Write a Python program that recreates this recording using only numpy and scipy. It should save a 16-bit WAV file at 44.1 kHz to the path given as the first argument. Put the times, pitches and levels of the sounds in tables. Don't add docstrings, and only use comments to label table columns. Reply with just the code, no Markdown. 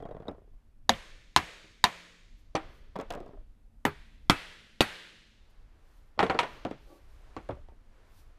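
import sys
import numpy as np
from scipy import signal
from scipy.fft import rfft, irfft
from scipy.io import wavfile
from scipy.ndimage import uniform_filter1d, map_coordinates

SR = 44100
rng = np.random.default_rng(int(sys.argv[2]) if len(sys.argv) > 2 else 0)


def digitize_waveform(pressure):
    field = np.atleast_2d(pressure).T
    bounded = np.clip(field, -1, 1)
    quanta = np.round(bounded * 32767).astype(np.int16)
    wavfile.write(sys.argv[1], SR, quanta)


def gain_from_db(level_db):
    decades = np.asarray(level_db, float) / 20
    return 10 ** decades


N = 369558
SIZE = 2 ** 13
HZ = np.fft.rfftfreq(SIZE, 1 / SR)
ROCK_TREBLE_DB = -32.5

# frequency in Hz, level in dB re peak, t60 in s.
BENCH_DRONE = [(174, -49, 2.6), (312, -60, .6), (393, -62, .5)]
SEATED_DB = [
    -13.5,
    -9,
    -6,
]


def unit(x):
    return x / np.sqrt(np.mean(x ** 2) + 1e-30)


def along(points, hz):
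    f, v = np.transpose(points)
    return np.interp(np.log(hz + 1), np.log(f + 1), v)


def wobble(rate):
    knots = rng.standard_normal(int(N * rate / SR) + 4)
    return map_coordinates(knots, [np.arange(N) * rate / SR])


def hiss(spectrum, size=N, tilt=((1, 0),)):
    hz = np.fft.rfftfreq(size, 1 / SR)
    gain = gain_from_db(along(spectrum, hz) + along(tilt, hz))
    return unit(irfft(rfft(rng.standard_normal(size)) * gain, size))


def causal(db):
    cepstrum = irfft(np.log(gain_from_db(db)), SIZE)
    cepstrum[1:SIZE // 2] *= 2
    cepstrum[SIZE // 2 + 1:] = 0
    return np.exp(rfft(cepstrum))


def resonant(peaks, hz):
    return sum((-1) ** k * gain_from_db(db) * 1j * hz * width / (centre ** 2 - hz * hz + 1j * hz * width)
               for k, (centre, width, db) in enumerate(peaks))


def ringing(modes, longest_s, size):
    t = np.arange(size) / SR
    swell = (1 - t / t[-1]) * (1 - np.exp(-(t / .0008) ** 2))
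    return swell * sum(gain_from_db(db - 60 * t / min(t60, longest_s)) * np.sin(2 * np.pi * hz * t)
                       for hz, db, t60 in modes)


def dying(tone, tilt, t60s, onset_s, size):
    hz, t, bands = signal.stft(hiss(tone, size, tilt), SR, nperseg=256)
    decay = gain_from_db(-60 * t / along(t60s, hz)[:, None])
    tail = signal.istft(bands * decay, SR, nperseg=256)[1][:size]
    return tail * (1 - np.exp(-(np.arange(size) / SR / onset_s) ** 2))


def contacts(events, tones, peaks, own, rebounds, ring_tone, room_tone, soft_hz, scatter, size, mirrored=False):
    # frequency in Hz, t60 in s.
    wood_t60 = [(60, 0.24), (250, 0.1), (700, .13), (2000, 0.14), (5000, 0.067), (12000, 0.12)]
    room_t60 = [(60, 0.79), (250, 1.8), (700, 0.44), (1000, .7), (1500, 0.94), (3000, 1.144), (6000, 1.4),
                (12000, 0.8)]
    # delay in s, level in dB.
    usual_rebounds = [(.0009, 1.5), (.002, 5), (.004, -14), (.008, -16.5), (.013, -16)]
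    room_keeps = 0.15
    out, events = np.zeros(N + size), np.array(events)
    soft = 1 / (1 + 1j * HZ / soft_hz) ** 4
    usual_bass, usual_treble = np.median(events[:, 2:4], axis=0)
    for k, ((s, peak_db, bass_db, treble_db, room_db, ring_db), tone) in enumerate(zip(events, tones)):
        bass, treble = bass_db - usual_bass, treble_db - usual_treble
        tilt = [(250, bass), (1000, 0), (4500, treble), (12000, treble)]
        if k < len(own):
            wood, echoes = resonant(own[k], HZ), rebounds[k]
        else:
            wood, echoes = resonant(peaks, HZ) * causal(along(tilt, HZ)), usual_rebounds

        wood_db = 20 * np.log10(np.abs(wood * soft)[1:] + 1e-6)
        room_colour = np.transpose([HZ[1:], room_keeps * (wood_db - uniform_filter1d(wood_db, size=400))])
        slap_s, slap_db = echoes[0]
        mirror = 1 + gain_from_db(slap_db) * np.exp(-2j * np.pi * HZ * slap_s)
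        mirror_db = 20 * np.log10(np.abs(mirror) + .05)
        ring_db_per_hz = along(tilt, HZ) + mirror_db * mirrored / (1 + (HZ / 1200) ** 2)
        ring_colour = np.transpose([HZ, ring_db_per_hz])[1:]

        force = 1
        for lag, db in echoes:
            lag = lag * (1 + scatter * rng.uniform(-1, 1))
            force = force + gain_from_db(db) * np.exp(-2j * np.pi * HZ * lag)
        direct = irfft(force * wood * soft, SIZE)[:SIZE // 2]

        sound = tone + gain_from_db(room_db) * dying(room_tone, room_colour, room_t60, 0.0063, size)
        sound[:SIZE] += gain_from_db(ring_db) * dying(ring_tone, ring_colour, wood_t60, 0.00091, SIZE)
        sound[:SIZE // 2] += direct / np.abs(direct).max()
        out[round((s + .0008) * SR):][:size] += gain_from_db(peak_db) * sound
    return out[:N]


def bumps(events, peaks, own, ring_tone, bass_db_per_octave, soft_hz, note_db, note_t60, room_db, size):
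    # frequency in Hz, level in dB per Hz.
    room_tone = [(76, -31.5), (130, 6), (183, -8), (527, -1), (571, 2.5), (980, -0.5), (3300, -12.5),
                 (7250, -30.5), (13200, -41), (15500, -41)]
    # delay in s, level in dB.
    bounces = [(.004, -14), (.008, -13), (.013, -13)]
    notes, rows = [], []
    for s, db, treble_db, ring_db, hz in events:
        notes.append(ringing([(hz, ring_db + note_db, note_t60)], 1, size))
        bass_db = bass_db_per_octave * np.log2(hz)
        rows.append((s, db, bass_db, treble_db, room_db, ring_db))
    return contacts(rows, notes, peaks, own, [bounces] * len(own), ring_tone, room_tone,
                    soft_hz, scatter=0.307, size=size)


def room_air():
    # frequency in Hz, level in dB per Hz.
    air_colour = [(60, -30), (100, -3), (177, -14.5), (219, -2.5), (300, -20.5), (560, -20.5),
                  (1500, -32.5), (5000, -41), (12500, -41), (13500, -50), (16000, -62)]
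    return gain_from_db(-73 + 3.0 * wobble(1.4)) * hiss(air_colour)


def body_rumble():
    # time in seconds, rumble level in dB.
    movement = [(0.0, -54), (0.7, -55.5), (1.07, -54.5), (1.3, -53.5), (1.47, -59), (2.22, -62),
                (2.38, -54), (3.26, -51.5), (3.71, -59), (4.15, -49), (4.46, -58.5), (5.09, -65.5),
                (5.6, -52), (6.33, -55.5), (7.19, -53), (7.63, -54.5), (7.98, -56.5), (8.38, -55)]
    # frequency in Hz, level in dB per Hz.
    rumble_colour = [(8.8, -26.5), (15, 5), (46, -3.5), (119, -21), (160, -27.5), (177, -44), (222, -37.5),
                     (300, -25.5), (390, -54), (660, -120)]
    level_db = np.interp(np.arange(N) / SR, *np.transpose(movement)) + 1.5
    return gain_from_db(level_db) * unit(gain_from_db(2.5 * wobble(18)) * hiss(rumble_colour))


def cloth_rustle():
    # middle in seconds, level in dB, half length in s.
    strokes = [
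        (2.401, -80, 0.024),
        (2.76, -78.5, 0.072),
        (5.507, -79.5, 0.0082),
        (5.96, -80.5, 0.13),
        (6.535, -75, 0.11),
        (6.909, -73.5, 0.12),
        (7.155, -79, 0.09),
        (8.187, -71.5, 0.079),
    ]
    # frequency in Hz, level in dB per Hz.
    cloth_colour = [(1470, -34), (2500, -3.5), (4140, -1.5), (4680, -1), (5360, -3), (8100, -7),
                    (12500, -4), (15500, -12.5)]
    now = np.arange(N) / SR
    level = gain_from_db(-93)
    for s, db, half_s in strokes:
        level = level + gain_from_db(db - 10.5 * ((now - s) / half_s) ** 2)
    return level * unit(gain_from_db(1.1 * wobble(29)) * hiss(cloth_colour))


def shuffling():
    # time in seconds, level in dB.
    stir = [
        (0, -83.5),
        (2.4, -79),
        (5.3, -84.5),
        (5.55, -71),
        (6.05, -70),
        (6.8, -77),
        (7.25, -66),
        (7.7, -70.5),
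        (7.95, -68.5),
        (8.38, -70),
    ]
    # frequency in Hz, level in dB per Hz.
    shuffle_colour = [(150, -34.5), (350, -1.5), (1500, -6.5), (5000, -20), (12000, -31), (16000, -46)]
    level_db = np.interp(np.arange(N) / SR, *np.transpose(stir)) + 2.9 * wobble(5.1)
    return gain_from_db(level_db) * hiss(shuffle_colour)


def drag(size=16384):
    # frequency in Hz, width in Hz, level in dB.
    rail_notes = [(317, 86, 0.5), (565, 74, 1.5), (810, 110, -2), (1150, 31, -1.5)]
    middle_s, half_s, level_db = 6.93, 0.045, -55.5
    t = (np.arange(size) - size / 2) / SR
    response = resonant(rail_notes, np.fft.rfftfreq(size, 1 / SR)) ** 2
    rub = unit(irfft(rfft(rng.standard_normal(size)) * response, size))
    out = np.zeros(N)
    out[round(middle_s * SR) - size // 2:][:size] = gain_from_db(level_db - 7.0 * (t / half_s) ** 2) * rub
    return out


def small_parts(size=12000):
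    # start in seconds, peak in dB, note in Hz.
    ticks = [(0.024, -59, 3280), (0.0524, -70, 3760), (0.088, -63, 3400), (0.1104, -72, 3760),
             (0.1456, -69, 2630), (0.1664, -75, 2460), (0.2004, -71, 2520), (0.2204, -75, 2400),
             (0.283, -48, 3820), (0.312, -59, 3240), (2.9616, -43.5, 2630), (2.988, -45, 3380),
             (3, -51, 3180), (3.012, -40.5, 2640), (3.1044, -31.5, 2620), (3.123, -36, 2660),
             (3.137, -42, 3360), (3.1504, -42, 2630), (3.2026, -50.5, 2760), (3.2615, -58, 2620),
             (3.279, -61, 4620), (6.708, -50, 2700), (7.5531, -64, 2500)]
    # start in seconds, modes of frequency in Hz, level in dB, t60 in s.
    pings = [
        (.036, [(3250, -59, 0.055)]),
        (.055, [(3760, -68, .05)]),
        (.113, [(3760, -66, 0.054)]),
        (0.2819, [(3760, -34.5, 0.021), (5120, -59, 0.057)]),
        (.9368, [(3100, -26, 0.011), (3500, -27, 0.013)]),
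        (3.862, [(12800, -44, 0.088), (11600, -72, .05)]),
        (4.342, [(8900, -60, .07)]),
        (6.232, [(6300, -59, .22), (9340, -54, 0.088)]),
        (6.298, [(4400, -22.5, 0.0096)]),
        (6.345, [(4460, -38, 0.0098)]),
    ]
    # start in seconds, peak in dB, note in Hz.
    thumps = [(0.891, -30.5, 211), (1.363, -39, 110), (1.843, -32, 216), (2.96, -34, 190),
              (3.852, -23.5, 147.4), (4.809, -30, 220), (4.298, -25, 290), (2.554, -24.5, 318),
              (6.653, -33, 198), (7.367, -42.5, 72.4), (7.493, -28, 112), (7.528, -32.5, 67.6),
              (7.691, -37.5, 57)]
    snap_colour = [(1200, 2), (3000, 8.0), (5500, 3), (14000, -10.5)]  # Hz, dB per Hz
    out, t = np.zeros(N + size), np.arange(size) / SR
    for s, db, hz in ticks:
        snap = 0.34 * gain_from_db(-60 * t / 0.022) * hiss(snap_colour, size)
        note = ringing([(hz, -6, .012)], 1, size)
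        out[round(s * SR):][:size] += gain_from_db(db + 2.0) * (snap + note)
    for s, modes in pings:
        out[round(s * SR):][:size] += ringing(modes, 1, size)
    for s, db, hz in thumps:
        press = 1 - np.exp(-t / 0.0013)
        out[round(s * SR):][:size] += gain_from_db(db - 5.0) * press * ringing([(hz, 0, .18)], 1, size)
    return out[:N]


def frame_knocks():
    # start in seconds, peak in dB, treble in dB, wood ring in dB, note in Hz.
    knocks = [(2.5525, -17.5, -9.5, -8, 787), (6.1905, -15, -15.5, -2.5, 812),
              (6.2275, -14, -14.5, -4.5, 452), (6.297, -16, -17, -5.5, 765), (6.389, -7.5, -4, -14, 948),
              (6.65, -25, -22.5, -4, 317), (7.365, -29, -16, -7, 326), (7.489, -34.5, -34, 5, 371),
              (0.281, -38, -33, 6, 294), (2.549, -16, -46, -21.5, 270), (2.9555, -33.5, -21, -8, 643),
              (2.9605, -25.5, -36, -11.5, 650), (2.988, -28.5, -31, -7.5, 432),
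              (2.998, -28, -20.5, -7.5, 555), (3.019, -47.5, -28, 2.5, 460), (3.102, -31.5, -42, -8, 694),
              (3.1075, -28.5, -19, -8, 680), (3.135, -37.5, -20, 0, 590), (6.176, -42, -27, -2.5, 251),
              (6.204, -23, -15, -4, 800), (6.263, -34, -8, -2.5, 453), (6.344, -32, -23.5, 4.5, 454),
              (6.429, -32.5, -13, 3.5, 995), (6.71, -29, -16.5, -8.5, 274), (7.507, -38, -19, -6, 570)]
    # frequency in Hz, width in Hz, level in dB.
    bench_peaks = [(380, 240, 7.5), (756, 275, 6), (1850, 570, -11), (2630, 57, -10.5), (3350, 260, -4.5),
                   (3580, 330, -15.5), (4144, 244, -17.5), (5570, 144, -15.5), (6750, 32, -18)]
    landings = [
        [(285, 220, -4.5), (1210, 150, -8.5), (1890, 120, -13), (3640, 170, -33), (4400, 150, -8),
         (5950, 240, -8), (8250, 510, -18)],
        [(287, 170, -10), (800, 190, -6), (2520, 380, -9.5), (3160, 220, -5), (4400, 380, -8), (5570, 230, -13),
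         (8370, 310, -33)],
        [(452, 220, 3.5), (1860, 300, -5), (2380, 230, -14), (3030, 230, -29), (4940, 310, -36),
         (6310, 280, -41.5), (8220, 400, -46)],
        [(301, 130, 0), (1230, 580, -4), (2470, 610, -7), (4430, 320, -15), (7260, 320, -38)],
        [(474, 100, -21.5), (966, 94, 12), (1900, 100, 5.5), (2430, 180, 6), (3180, 130, 4.5), (4240, 390, 0),
         (8800, 650, -28)],
        [(294, 260, 2.5), (1330, 110, -6.5), (2700, 900, -6.5), (3360, 190, -29), (5700, 260, -40),
         (7610, 220, -48)],
        [(365, 230, -8), (1130, 42, -2.5), (1800, 190, -24), (3280, 170, -31), (4170, 230, -26),
         (7300, 220, -27)],
        [(365, 45, 7), (614, 44, -4), (850, 43, 16), (2030, 140, -26)] + [(3260, 560, -16), (7000, 230, -17),
         (8800, 380, -10)],
    ]
    # frequency in Hz, level in dB per Hz.
    bench_ring = [(35, -58), (60, -11), (253, -0.5), (443, 1.5), (688, 1.5), (810, -2), (1420, -7),
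                  (1520, -11), (2470, -16.5), (3500, -22), (4320, -29.5), (4960, -34.5), (8670, -45),
                  (15500, -68)]
    return bumps(knocks, bench_peaks, landings, bench_ring, bass_db_per_octave=-8.5, soft_hz=8100,
                 note_db=-4.5, note_t60=0.16, room_db=-33.5, size=32000)


def settling():
    # start in seconds, peak in dB, wood ring in dB, note in Hz.
    settles = [(3.152, -36.5, -4, 565), (3.173, -36.5, -4, 684), (3.203, -41.5, 0.5, 365),
               (3.227, -46.5, 0, 474), (3.261, -49.5, 4, 414), (3.289, -43, -12, 595),
               (3.308, -52, -2, 417), (3.332, -51, 2, 400), (3.371, -59.5, 1.5, 606), (3.408, -60, -6, 483),
               (3.449, -83, 1, 560)]
    # start in seconds, peak in dB, treble in dB, note in Hz.
    strays = [
        (0.001, -36.5, -25, 443),
        (1.642, -48, -15, 310),
        (7.567, -43.5, -51, 583),
        (7.684, -47.5, -21, 905),
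        (7.718, -50.5, -29, 400),
    ]
    return ([(s, db, ROCK_TREBLE_DB, ring_db, hz) for s, db, ring_db, hz in settles]
            + [(s, db, treble_db, -10.5, hz) for s, db, treble_db, hz in strays])


def frame_rocking():
    # start in seconds, peak in dB, wood ring in dB, note in Hz.
    rocks = [(0.024, -36, -8, 452), (0.052, -30.5, -11, 688), (0.087, -35, -11, 450),
             (0.109, -31.5, -10.5, 620), (0.146, -34.5, -13.5, 422), (0.165, -35.5, -11.5, 631),
             (0.2, -35, -12, 452), (0.221, -37.5, -11, 690), (0.253, -41.5, -10, 474),
             (0.27, -36.5, -22, 720), (0.313, -41.5, -12, 620), (0.345, -46.5, -9, 463),
             (0.38, -48, -9, 406), (0.416, -56, -7.5, 410), (0.442, -61, -8, 415), (0.475, -64, -3, 413),
             (0.532, -65, -7, 423)]
    # frequency in Hz, width in Hz, level in dB.
    loose_peaks = [(160, 120, 2.5), (462, 163, 1.5), (738, 140, -2.5), (1118, 157, -16), (1450, 380, -26),
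                   (2002, 140, -27), (3216, 310, -30), (3545, 50, -27)]
    # frequency in Hz, level in dB per Hz.
    loose_ring = [(47, -8), (80, -10.5), (167, -8), (264, 3), (446, -1), (693, 2), (910, -12), (1080, -9.5),
                  (2390, -30), (3340, -36.5), (4120, -39), (12000, -59), (15600, -85), (22000, -120)]
    bass_db_per_octave = -8
    feet = [(s, db, ROCK_TREBLE_DB, ring_db, hz) for s, db, ring_db, hz in rocks]
    crisp = bumps(feet, loose_peaks, [], loose_ring, bass_db_per_octave, soft_hz=4700,
                  note_db=8.0, note_t60=0.064, room_db=-48, size=12000)
    loose = bumps(settling(), loose_peaks, [], loose_ring, bass_db_per_octave, soft_hz=4870,
                  note_db=-2.0, note_t60=0.18, room_db=-42.5, size=12000)
    return crisp + loose


def near_blows(size=60000):
    # start in seconds, peak in dB, then bass, treble and room in dB.
    blows = [
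        (0.893, -2, -29, -11, -41.5),
        (1.362, -1.5, -32.5, -9.5, -39),
        (1.84, -1, -38, -11, -41),
    ]
    ring_levels = [-21.5, -17, -19.5]
    # frequency in Hz, width in Hz, level in dB.
    rail_peaks = [
        [(815, 440, 0.5), (1770, 290, -3.5), (3760, 630, -2), (5370, 200, -34), (6200, 180, -15),
         (6800, 220, -9), (8910, 410, -15), (11600, 400, -35.5)],
        [(948, 370, -6), (1640, 210, -2.5), (3710, 320, -3), (4800, 88, -6.5), (6470, 120, -15.5),
         (8150, 750, -20), (9450, 530, -24), (10314, 490, -21.5), (12900, 610, -32.5)],
        [(1010, 600, -5.5), (1800, 450, -4.5), (3710, 230, -1), (4680, 350, -5.5), (6850, 630, -13.5),
         (8250, 400, -16), (9230, 360, -20), (8900, 280, -28), (11885, 470, -34.5)],
    ]
    # frequency in Hz, level in dB, t60 in s.
    frame_modes = [
        [(226.6, 0.5, 5.0), (539, -0.5, 5.0), (694, 8, 0.061), (1585, -31.5, 0.053), (2002, -11, 0.1),
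         (2240, -13, 0.37), (3330, 2.5, 0.048), (4610, -0.5, 0.011)],
        [(680, -16, 0.12), (1030, 11, 0.06), (1300, 2, 0.017), (2250, -28, 0.39), (2630, -7.5, 0.1),
         (3400, -23.5, 0.091), (3920, -25.5, 0.12)],
        [(100, 5.5, 0.022), (680, -9.5, 0.054), (1013, 9.5, 0.051), (1540, 1, 0.027), (2330, -9.5, 0.12),
         (2400, -8, 0.15), (3250, -5, 0.062), (4420, -5, 0.07)],
    ]
    # frequency in Hz, level in dB re peak, t60 in s.
    head_modes = [(12640, -58, .25), (12890, -58.5, .2)]
    # delay in s, level in dB.
    slaps = [(.00105, -2), (.001, -4), (.001, -3.5)]
    late_rebounds = [(.0045, -16.5), (0.01, -17.5)]
    # frequency in Hz, level in dB per Hz.
    rail_ring = [(24, -34.5), (40, -13.5), (427, -1.5), (548, -10.5), (740, 1.5), (881, -10), (1020, -4),
                 (1160, -7), (2270, -8.5), (5860, -14), (6480, -21.5), (12100, -37.5), (13000, -38.5),
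                 (15500, -51)]
    rail_room = [(160, -38.5), (270, -17.5), (309, -5), (348, -10), (569, -0.5), (697, 1.5), (785, -2),
                 (1050, -2), (1370, -5), (2100, -1), (3860, -10), (5800, -18), (6760, -18), (13100, -31.5),
                 (15500, -45.5)]
    bench, head = ringing(BENCH_DRONE, 1.8, size), ringing(head_modes, 1, size)
    tones = [gain_from_db(-23.5) * ringing(modes, 0.13, size) + gain_from_db(db) * bench + head
             for modes, db in zip(frame_modes, SEATED_DB)]
    rows = [(*row, db) for row, db in zip(blows, ring_levels)]
    rebounds = [[slap, *late_rebounds] for slap in slaps]
    return contacts(rows, tones, rail_peaks[1], rail_peaks, rebounds, rail_ring, rail_room,
                    soft_hz=15380, scatter=0.04, size=size, mirrored=True)


def end_blows(size=60000):
    # start in seconds, peak in dB, then bass, treble and room in dB.
    blows = [
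        (3.851, -6.5, -21, -22.5, -45),
        (4.297, 1, -21.5, -17.5, -39.5),
        (4.806, -2, -18.5, -10.5, -35.5),
    ]
    ring_levels = [-14.5, -19, -18.5]
    # frequency in Hz, width in Hz, level in dB.
    joint_peaks = [
        [(959, 270, 3.4), (1950, 320, 1)] + [(3460, 96, -0.5), (6440, 220, -10), (7413, 250, -15.5), (8400, 220, -15.0), (9560, 310, -15.0), (11600, 240, -13), (12270, 450, -14.0)],
        [(220, 170, -7.5), (1000, 710, -1), (2100, 200, -6), (3225, 370, -2.5), (5380, 284, -13.5), (5160, 460, -14), (6240, 190, -17), (7850, 510, -26), (10200, 310, -27.5)],
        [(307, 176, 6), (582, 50, 7), (776, 120, -0.5), (2005, 300, -14.0)] + [(2845, 330, -6.5), (3780, 330, 0), (7060, 810, -21), (8470, 340, -23), (9390, 270, -25), (10600, 210, -24.5), (11650, 270, -19.0)],
    ]
    # frequency in Hz, level in dB, t60 in s.
    frame_modes = [
        [(410, -1.5, 0.16), (902, 14.5, 0.025), (1840, -34, 0.13), (2050, 2, 0.037), (3010, -2.5, 0.038),
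         (3380, -30, 0.03), (4400, -27, 0.17)],
        [(705, -4.5, 0.026), (1250, -3.5, 0.13), (1506, -11.5, 0.083), (2620, -14.5, 0.31), (3200, -14.5, 0.12),
         (190, 7, 0.035), (2250, -6, 0.03)],
        [(128, 12, 0.018), (388, 5, 0.052), (1365, -6, 0.087), (1900, -2.5, 0.057), (2562, -3.5, 0.092),
         (2830, 5.5, 0.032), (3250, -15, 0.046), (4470, -8.5, 0.1)],
    ]
    # delay in s, level in dB.
    slaps = [(.00105, 5.5), (0.0009, -4), (.0012, -11)]
    late_rebounds = [(.0042, -12), (.0097, -10.5)]
    # frequency in Hz, level in dB per Hz.
    joint_ring = [(24, -39), (40, -3.5), (183, -3.5), (377, 7), (686, -4.5), (1080, -0.5), (1490, 2.5),
                  (1770, -4), (2510, -3), (2770, -12), (3930, -7), (5720, -14), (10900, -23), (15500, -35)]
    joint_room = [(160, -49.5), (270, -25), (304, -8), (342, -8.5), (392, -9.5), (589, -1), (855, 1.5),
                  (1100, -3.5), (1550, 0), (2440, -0.5), (4060, -8.5), (5800, -19), (10100, -24),
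                  (13100, -29.5), (15500, -62.5)]
    bench = ringing(BENCH_DRONE, 1.8, size)
    tones = [gain_from_db(-18.5) * ringing(modes, 0.26, size) + gain_from_db(db) * bench
             for modes, db in zip(frame_modes, SEATED_DB)]
    rows = [(*row, db) for row, db in zip(blows, ring_levels)]
    rebounds = [[slap, *late_rebounds] for slap in slaps]
    return contacts(rows, tones, joint_peaks[1], joint_peaks, rebounds, joint_ring, joint_room,
                    soft_hz=17100, scatter=0.024, size=size, mirrored=True)


def scene():
    background = room_air() + body_rumble() + cloth_rustle() + shuffling()
    frame = drag() + small_parts() + frame_knocks() + frame_rocking()
    return (background + frame + near_blows() + end_blows())[None]


def roll_off(x):
    return signal.sosfilt(signal.butter(12, 16490, fs=SR, output="sos"), x)


def record(dry):
    held = dry / (1 + np.abs(dry / .6) ** 8) ** (1 / 8)
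    top_hz = 15850
    edge_db = 40 * np.log10(np.clip((top_hz - HZ) / 900, .02, 1))
    edge = irfft(causal(edge_db), SIZE)[:1024]
    mix = signal.fftconvolve(held, edge[None], axes=1)[:, 2:N + 2]
    return roll_off(mix)


dry = scene()
out = record(dry)
digitize_waveform(out)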